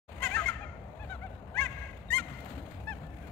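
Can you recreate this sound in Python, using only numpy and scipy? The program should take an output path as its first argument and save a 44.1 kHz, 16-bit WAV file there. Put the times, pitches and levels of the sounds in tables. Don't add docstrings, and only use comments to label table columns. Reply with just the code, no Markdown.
import sys
import numpy as np
from scipy import signal
from scipy.fft import rfft, irfft, next_fast_len
from scipy.io import wavfile
from scipy.ndimage import uniform_filter1d, map_coordinates

SR = 44100
rng = np.random.default_rng(int(sys.argv[2]) if len(sys.argv) > 2 else 0)


def to_linear_factor(level_db):
    exponent = np.asarray(level_db, float) / 20
    return 10 ** exponent


def master_out(mix):
    frames = np.transpose(np.atleast_2d(mix))
    ceiling = np.clip(frames, -1, 1)
    pcm = np.round(ceiling * 32767).astype(np.int16)
    wavfile.write(sys.argv[1], SR, pcm)


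N = 145971
TOP_HZ = 15750

# start_s, level_db
ENGINE_LOAD = [(0.1, -53.5), (0.14, -48.5), (0.63, -44.5), (0.99, -49), (1.04, -44), (1.55, -49.5),
               (1.62, -44.5), (2.49, -48.5), (2.5, -45), (3.29, -47), (3.31, -44)]
# freq_hz, level_db (per Hz)
DRONE_COLOUR = [(15, -65), (25, -45), (44, -8), (65, 3.5), (103, -7), (141, -10), (205, -18), (236, -16),
                (330, -21), (430, -48), (730, -120)]
# freq_hz, level_db (per Hz)
TRAFFIC_COLOUR = [(120, -29), (200, -0.5), (232, -16.5), (301, -23.5), (352, -13.5), (382, -11),
                  (657, -2.5), (3000, -36), (3900, -81), (6600, -120)]
# start_s, level_db
WASH_LEVEL = [(.09, -64.5), (.2, -59.5), (.25, -57), (.48, -58), (.66, -79), (1.1, -66.5), (1.5, -74.5),
              (1.7, -62), (2.05, -69.5), (2.3, -62.5), (2.46, -61.5), (2.75, -63), (3, -68.5),
              (3.31, -65.5)]
# freq_hz, level_db (per Hz)
WASH_COLOUR = [(880, 0), (1500, 2), (1620, 0), (2050, 1), (4120, -10), (5690, -25), (6590, -16),
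               (10500, -27.5), (15600, -23)]
# start_s, pitch_hz
HONK_PITCH = [
    [(.217, 1015), (.232, 1058), (.245, 1069), (.282, 963)],
    [(.221, 1005), (.246, 958)],
    [(.225, 717), (.27, 750), (.307, 733)],
    [(.308, 746), (.335, 809), (.348, 856), (.357, 909), (.376, 895)],
    [(.364, 899.6), (.43, 813)],
    [(.355, 742), (.385, 800), (.415, 718)],
    [(.415, 677), (.44, 684), (.452, 670)],
    [(.455, 1038), (.464, 1075), (.495, 1053)],
    [(.482, 964), (.512, 861)],
    [(.605, 805), (.625, 828), (.652, 770)],
    [(.992, 809), (1.02, 870), (1.056, 771)],
    [(1.093, 738), (1.116, 765), (1.166, 654)],
    [(1.21, 663), (1.245, 774), (1.286, 655)],
    [(1.54, 722), (1.585, 872), (1.618, 813)],
    [(1.566, 913), (1.6, 1082), (1.62, 1120)],
    [(1.604, 1076), (1.63, 1092), (1.672, 971)],
    [(2.101, 1884), (2.118, 1839), (2.138, 2029), (2.16, 2116), (2.192, 2066)],
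    [(2.178, 985), (2.216, 888)],
    [(2.868, 846.5), (2.89, 880.5), (2.91, 864), (2.942, 750)],
    [(3.215, 735), (3.235, 808), (3.275, 694)],
    [(.2, 1007), (.226, 980)],
    [(2.082, 3790), (2.108, 3670)],
]
# level_db, throat_hz, tilt_db (per octave), break_s (9 = never), echo_db
HONK_VOICE = [ (-26, 1870, -7.5, .228, 7), (-30.5, 1840, -8.5, .2, 11), (-43.5, 880, -5, 9, 5.5),
              (-24.5, 1960, -23, 9, 1), (-30.5, 1290, -10, .3, 1.5), (-36, 1600, -9, 9, -6),
              (-44.5, 700, -16, 9, 5), (-29, 2150, -8.5, 9, -9.5), (-30, 1390, -11, .4, -0.5),
              (-46.5, 2440, -10, 9, -5), (-50, 2510, -8.5, 9, 3), (-39.5, 1440, -14.5, 9, -0.5),
              (-52.5, 2220, -9, 9, -12.5), (-33.5, 1690, -11.5, 9, 0), (-24.5, 2080, -23, 9, -1.5),
              (-26.5, 1835, -12.5, 1.5, 3.5), (-23, 1950, -6.5, 2.108, -5.5), (-33, 1430, -4.5, 2.1, 0.5),
              (-35, 1830, -13, 9, -5.5), (-50.5, 1380, -10, 9, -2), (-39, 1980, -14, 9, 1),
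              (-48, 3760, -14, 9, -8)]
# fundamental_db, beak_hz, beak_db, breath_db
HONK_HEAD = [ (5, 2100, -29, -27), (-8, 2480, -16.5, -23), (-0.5, 2200, -16, -27), (0.5, 2137, -1.5, -24),
             (-7.5, 2200, -21, -26), (-2, 2100, -26, -25), (0.5, 2000, -24, -32), (0, 5400, -17, -23),
             (-5, 2440, -17, -21), (4, 4100, -16, -24), (6.5, 1880, 4, -32), (1.5, 3760, -4.5, -23),
             (14.5, 1420, 7.5, -27), (0.5, 4040, -22, -31), (1.5, 5900, -24, -28), (4, 2750, -19.5, -27),
             (-3, 3150, -21, -28), (-11.5, 2500, -6, -14.5), (6, 5300, -17, -43), (-4, 3300, -16, -32),
             (-5.5, 3000, -22, -28), (0, 7500, -24, -34)]
# freq_hz, level_db
PORT_COLOUR = [(500, -4), (2000, -0.5), (2900, 0.5), (3900, -6), (5300, -9.5), (6600, 4.5), (9000, -7),
               (13000, -10)]
# freq_hz, t60_s
BANK_DECAY = [(500, 0.77), (2000, 1.29), (5000, 1.46), (12000, 0.4)]
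# delay_s, level_db
BANK_SLAPS = [(.105, -26), (.165, -26), (.205, -24), (.235, -25), (.275, -26.5)]
# start_s, level_db
CHURN_LEVEL = [(2, -61.5), (2.3, -51), (2.6, -54), (2.8, -50.5), (3.05, -54.5), (3.31, -48.5)]
# freq_hz, level_db (per Hz)
CHURN_COLOUR = [(90, -11), (140, 9.5), (300, 8.5), (500, -31)]
# start_s, cavity_hz, level_db, rise_s, t60_s
BODY_PLUNGES = [
    (2.509, 220, -38, 0.0066, 0.11),
    (2.569, 290, -35, 0.0033, 0.15),
    (2.627, 300, -39, 0.0045, .1),
    (2.3, 135, -36.5, 0.021, 0.28),
    (2.95, 145, -39, .08, 0.96),
    (3, 280, -42, 0.038, 0.41),
]
# start_s, peak_db, spray_t60_s
SURFACE_SLAPS = [(2.375, -62.5, 0.1), (2.403, -62, 0.18), (2.447, -58.5, 0.68), (2.49, -64.5, .4),
                 (2.626, -65, .1), (2.685, -76, .05), (2.711, -63, 0.23), (2.875, -69, 0.078),
                 (3.065, -65, 0.063), (3.165, -70, 0.086), (3.271, -68, 0.086)]
# freq_hz, level_db (per Hz)
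SPRAY_COLOUR = [(300, -27), (1500, -2), (4000, 4), (5700, -11), (7000, -3.5), (11000, -13), (14000, -2),
                (15600, -9.5)]
# freq_hz, likeness (0 to 1)
PORT_LIKENESS = [(60, 1), (180, 0.82), (550, 0.98), (1650, 0.057), (4970, 0.06), (15000, 0.04)]
# freq_hz, difference_db
RIGHT_MUFFLE = [(60, 1.8), (130, 0.5), (290, 6), (640, 8), (1410, 14), (2500, 20), (5500, 31), (9000, 5.5),
                (13000, 11)]
# freq_hz, lag_radians
RIGHT_LAG = [(100, 0), (600, 0.48), (1500, 1.24), (15000, 1.7)]


def unit(x):
    return x / np.sqrt(np.mean(x ** 2) + 1e-20)


def along(points, hz):
    f, v = np.transpose(points)
    return np.interp(np.log(hz + 1), np.log(f + 1), v)


def curve(rows):
    return np.interp(np.arange(N) / SR, *np.transpose(rows))


def wobble(rate, size=N):
    knots = rng.standard_normal(int(size * rate / SR) + 4)
    return map_coordinates(knots, [np.arange(size) * rate / SR])


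def filtered(x, response):
    m = next_fast_len(N + SR // 2)
    return irfft(rfft(x, m) * response(np.fft.rfftfreq(m, 1 / SR)), m)[..., :N]


def rush(spectrum, patchy_db):
    z = signal.stft(rng.standard_normal((2, N)), nperseg=512)[2]
    patches = uniform_filter1d(rng.standard_normal(z.shape[1:]), 6, 0)
    patches = unit(uniform_filter1d(patches, 10, 1))
    a, b = signal.istft(z * to_linear_factor(patchy_db * patches), nperseg=512)[1][:, :N]

    def colour(hz):
        return to_linear_factor(along(spectrum, hz))

    def like(hz):
        return np.clip(along(PORT_LIKENESS, hz), 0, 1)

    left = filtered(a, colour)
    shared = filtered(a, lambda hz: colour(hz) * like(hz))
    own = filtered(b, lambda hz: colour(hz) * np.sqrt(1 - like(hz) ** 2))
    return np.array([left, shared + own]) / np.std(left)


def engine():
    return to_linear_factor(curve(ENGINE_LOAD) + 2.5) * rush(DRONE_COLOUR, patchy_db=0.3)


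def traffic():
    level_db = -48.5 + 1 * wobble(3.29)
    return to_linear_factor(level_db) * rush(TRAFFIC_COLOUR, patchy_db=1.5)


def droplets():
    return to_linear_factor(2.3 * wobble(150) + wobble(14))


def wash(drops):
    return to_linear_factor(curve(WASH_LEVEL) + 12) * drops * rush(WASH_COLOUR, patchy_db=2.0)


def honk(points, level_db, throat_hz, tilt_db, break_s, fundamental_db, beak_hz, beak_db, breath_db):
    s, hz = np.transpose(points)
    t = np.arange(s[0], s[-1], 1 / SR)
    arch = map_coordinates(hz, [np.interp(t, s, np.arange(len(s)))], order=2, mode="nearest")
    jitter = 1 + .005 * wobble(277, size=len(t))
    pitch = uniform_filter1d(arch, size=300) * jitter
    k = np.arange(1, 32)[:, None] / 2
    f = k * pitch
    faint = np.clip(-29 - level_db, 0, 12)

    def resonance(centre_hz, width_hz=350):
        return 1 / np.abs(1 + 2j * (f - centre_hz) / width_hz) ** 2

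    peaks = resonance(throat_hz) + to_linear_factor(beak_db) * resonance(beak_hz)
    floor_db = -14 + faint / 2 + tilt_db * np.log2(np.maximum(f / throat_hz, 1))
    beak_low_cut = 1 + (630 / f) ** 8
    gain = (peaks + to_linear_factor(floor_db)) / beak_low_cut

    broken = np.clip((t - break_s) / 0.015, 0, 1)
    halfway, whole = to_linear_factor(0.5) * broken, to_linear_factor(-1 * broken)
    gain = gain * np.where(k % 1 > 0, halfway, whole) * (f < TOP_HZ)
    flutter = wobble(70.3, size=k.size * len(t)).reshape(k.size, -1)
    gain = gain * to_linear_factor(2.2 * np.sqrt(k) * flutter)

    chest_hz = 1150
    chest_db = fundamental_db * (f < chest_hz) * (f > chest_hz / 2)
    turned_db, air_db = .55 * (k == 1), 1.2 * (f / 5000) ** 2
    gain = gain * to_linear_factor(faint * (turned_db - air_db) + chest_db)

    phase = 2 * np.pi * np.cumsum(pitch) / SR
    tone = np.sum(gain * np.sin(k * phase + rng.uniform(0, 2 * np.pi, k.shape)), 0)
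    breath = signal.lfilter([1, -1], [1, -1.5, .75], rng.standard_normal(len(t)))
    puffs = 1 + np.cos(phase)
    tone = tone + to_linear_factor(breath_db - faint / 2) * puffs * unit(breath)
    effort_db = 45 * (pitch / pitch.max() - 1)
    attack_s, release_s = 0.0073, 0.0067
    shape = np.clip((t - s[0]) / attack_s, 0, 1) * np.clip((s[-1] - t) / release_s, 0, 1)
    return to_linear_factor(level_db + 5) * np.sin(np.pi / 2 * shape) ** 2 * tone * to_linear_factor(effort_db)


def banks(call):
    near_db, far_db, far_s, far_spread_s = -18, -17, 0.22, 0.05
    right_db = 1
    hz, t, z = signal.stft(rng.standard_normal((2, SR * 2 // 3)), SR, nperseg=256)
    far = to_linear_factor(far_db - near_db) * np.exp(-.5 * ((t - far_s) / far_spread_s) ** 2)
    decay = to_linear_factor(-60 * t / along(BANK_DECAY, hz)[:, None])
    tail = signal.istft(z * (decay * (1 + far)), SR, nperseg=256)[1]
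    tail = tail / np.linalg.norm(tail[0])
    return to_linear_factor(near_db) * signal.fftconvolve(call[None], tail, axes=1) * to_linear_factor([[0], [right_db]])


def geese():
    out = np.zeros((2, N + 2 * SR))
    for points, (*voice, echo_db), head in zip(HONK_PITCH, HONK_VOICE, HONK_HEAD):
        call = honk(points, *voice, *head)
        at = round(points[0][0] * SR)
        out[:, at:at + len(call)] += call
        wet = to_linear_factor(echo_db) * banks(call)
        out[:, at + 200:at + 200 + wet.shape[1]] += wet
        dulled = uniform_filter1d(call, size=5)
        for delay_s, level_db in BANK_SLAPS:
            start = at + round(delay_s * SR)
            uneven_db = rng.normal(0, 1.8, (2, 1))
            out[:, start:start + len(call)] += to_linear_factor(echo_db + level_db + uneven_db) * dulled
    return filtered(out[:, :N], lambda hz: to_linear_factor(along(PORT_COLOUR, hz) - along(PORT_COLOUR, 2980)))


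def churn():
    return to_linear_factor(curve(CHURN_LEVEL) + 2.15 * wobble(13)) * rush(CHURN_COLOUR, patchy_db=2.5)


def dying(start_s, t60_s):
    t = np.arange(N) / SR
    return to_linear_factor(-60 * np.clip(t - start_s, 0, 2) / t60_s) * (t > start_s)


def plunges():
    t = np.arange(N) / SR
    out = np.zeros(N)
    for start_s, cavity_hz, level_db, rise_s, t60_s in BODY_PLUNGES:
        level = to_linear_factor(level_db + 2.4 * wobble(30.07))
        rise = np.clip((t - start_s) / rise_s, 0, 1)
        pitch = cavity_hz * (1 + 0.0815 * wobble(40))
        boom = np.sin(2 * np.pi * np.cumsum(pitch) / SR)
        out += level * dying(start_s, t60_s) * rise * boom
    return out


def splashes(drops):
    bursts = np.zeros(N)
    for start_s, peak_db, spray_t60_s in SURFACE_SLAPS:
        slap = dying(start_s, .03)
        spray = to_linear_factor(-6) * dying(start_s, spray_t60_s)
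        bursts += to_linear_factor(peak_db + 6.5) * (slap + spray)
    return bursts * drops * rush(SPRAY_COLOUR, patchy_db=0.5)


def scene():
    air = geese() + engine() + traffic()
    drops = droplets()
    water = wash(drops) + splashes(drops) + plunges() + churn()
    return air + water


def roll_off(x):
    return signal.sosfilt(signal.butter(12, 15750, fs=SR, output="sos"), x)


def record(dry):
    def ports(hz):
        left = np.ones_like(hz)
        right = to_linear_factor(-along(RIGHT_MUFFLE, hz)) * np.exp(-1j * along(RIGHT_LAG, hz))
        return (hz < TOP_HZ) * np.array([left, right])

    start_s, fade_s = 0.076, 0.016
    fade = np.clip((np.arange(N) / SR - start_s) / fade_s, 0, 1) ** 2
    return roll_off(filtered(dry, ports) * fade)


dry = scene()
out = record(dry)
master_out(out)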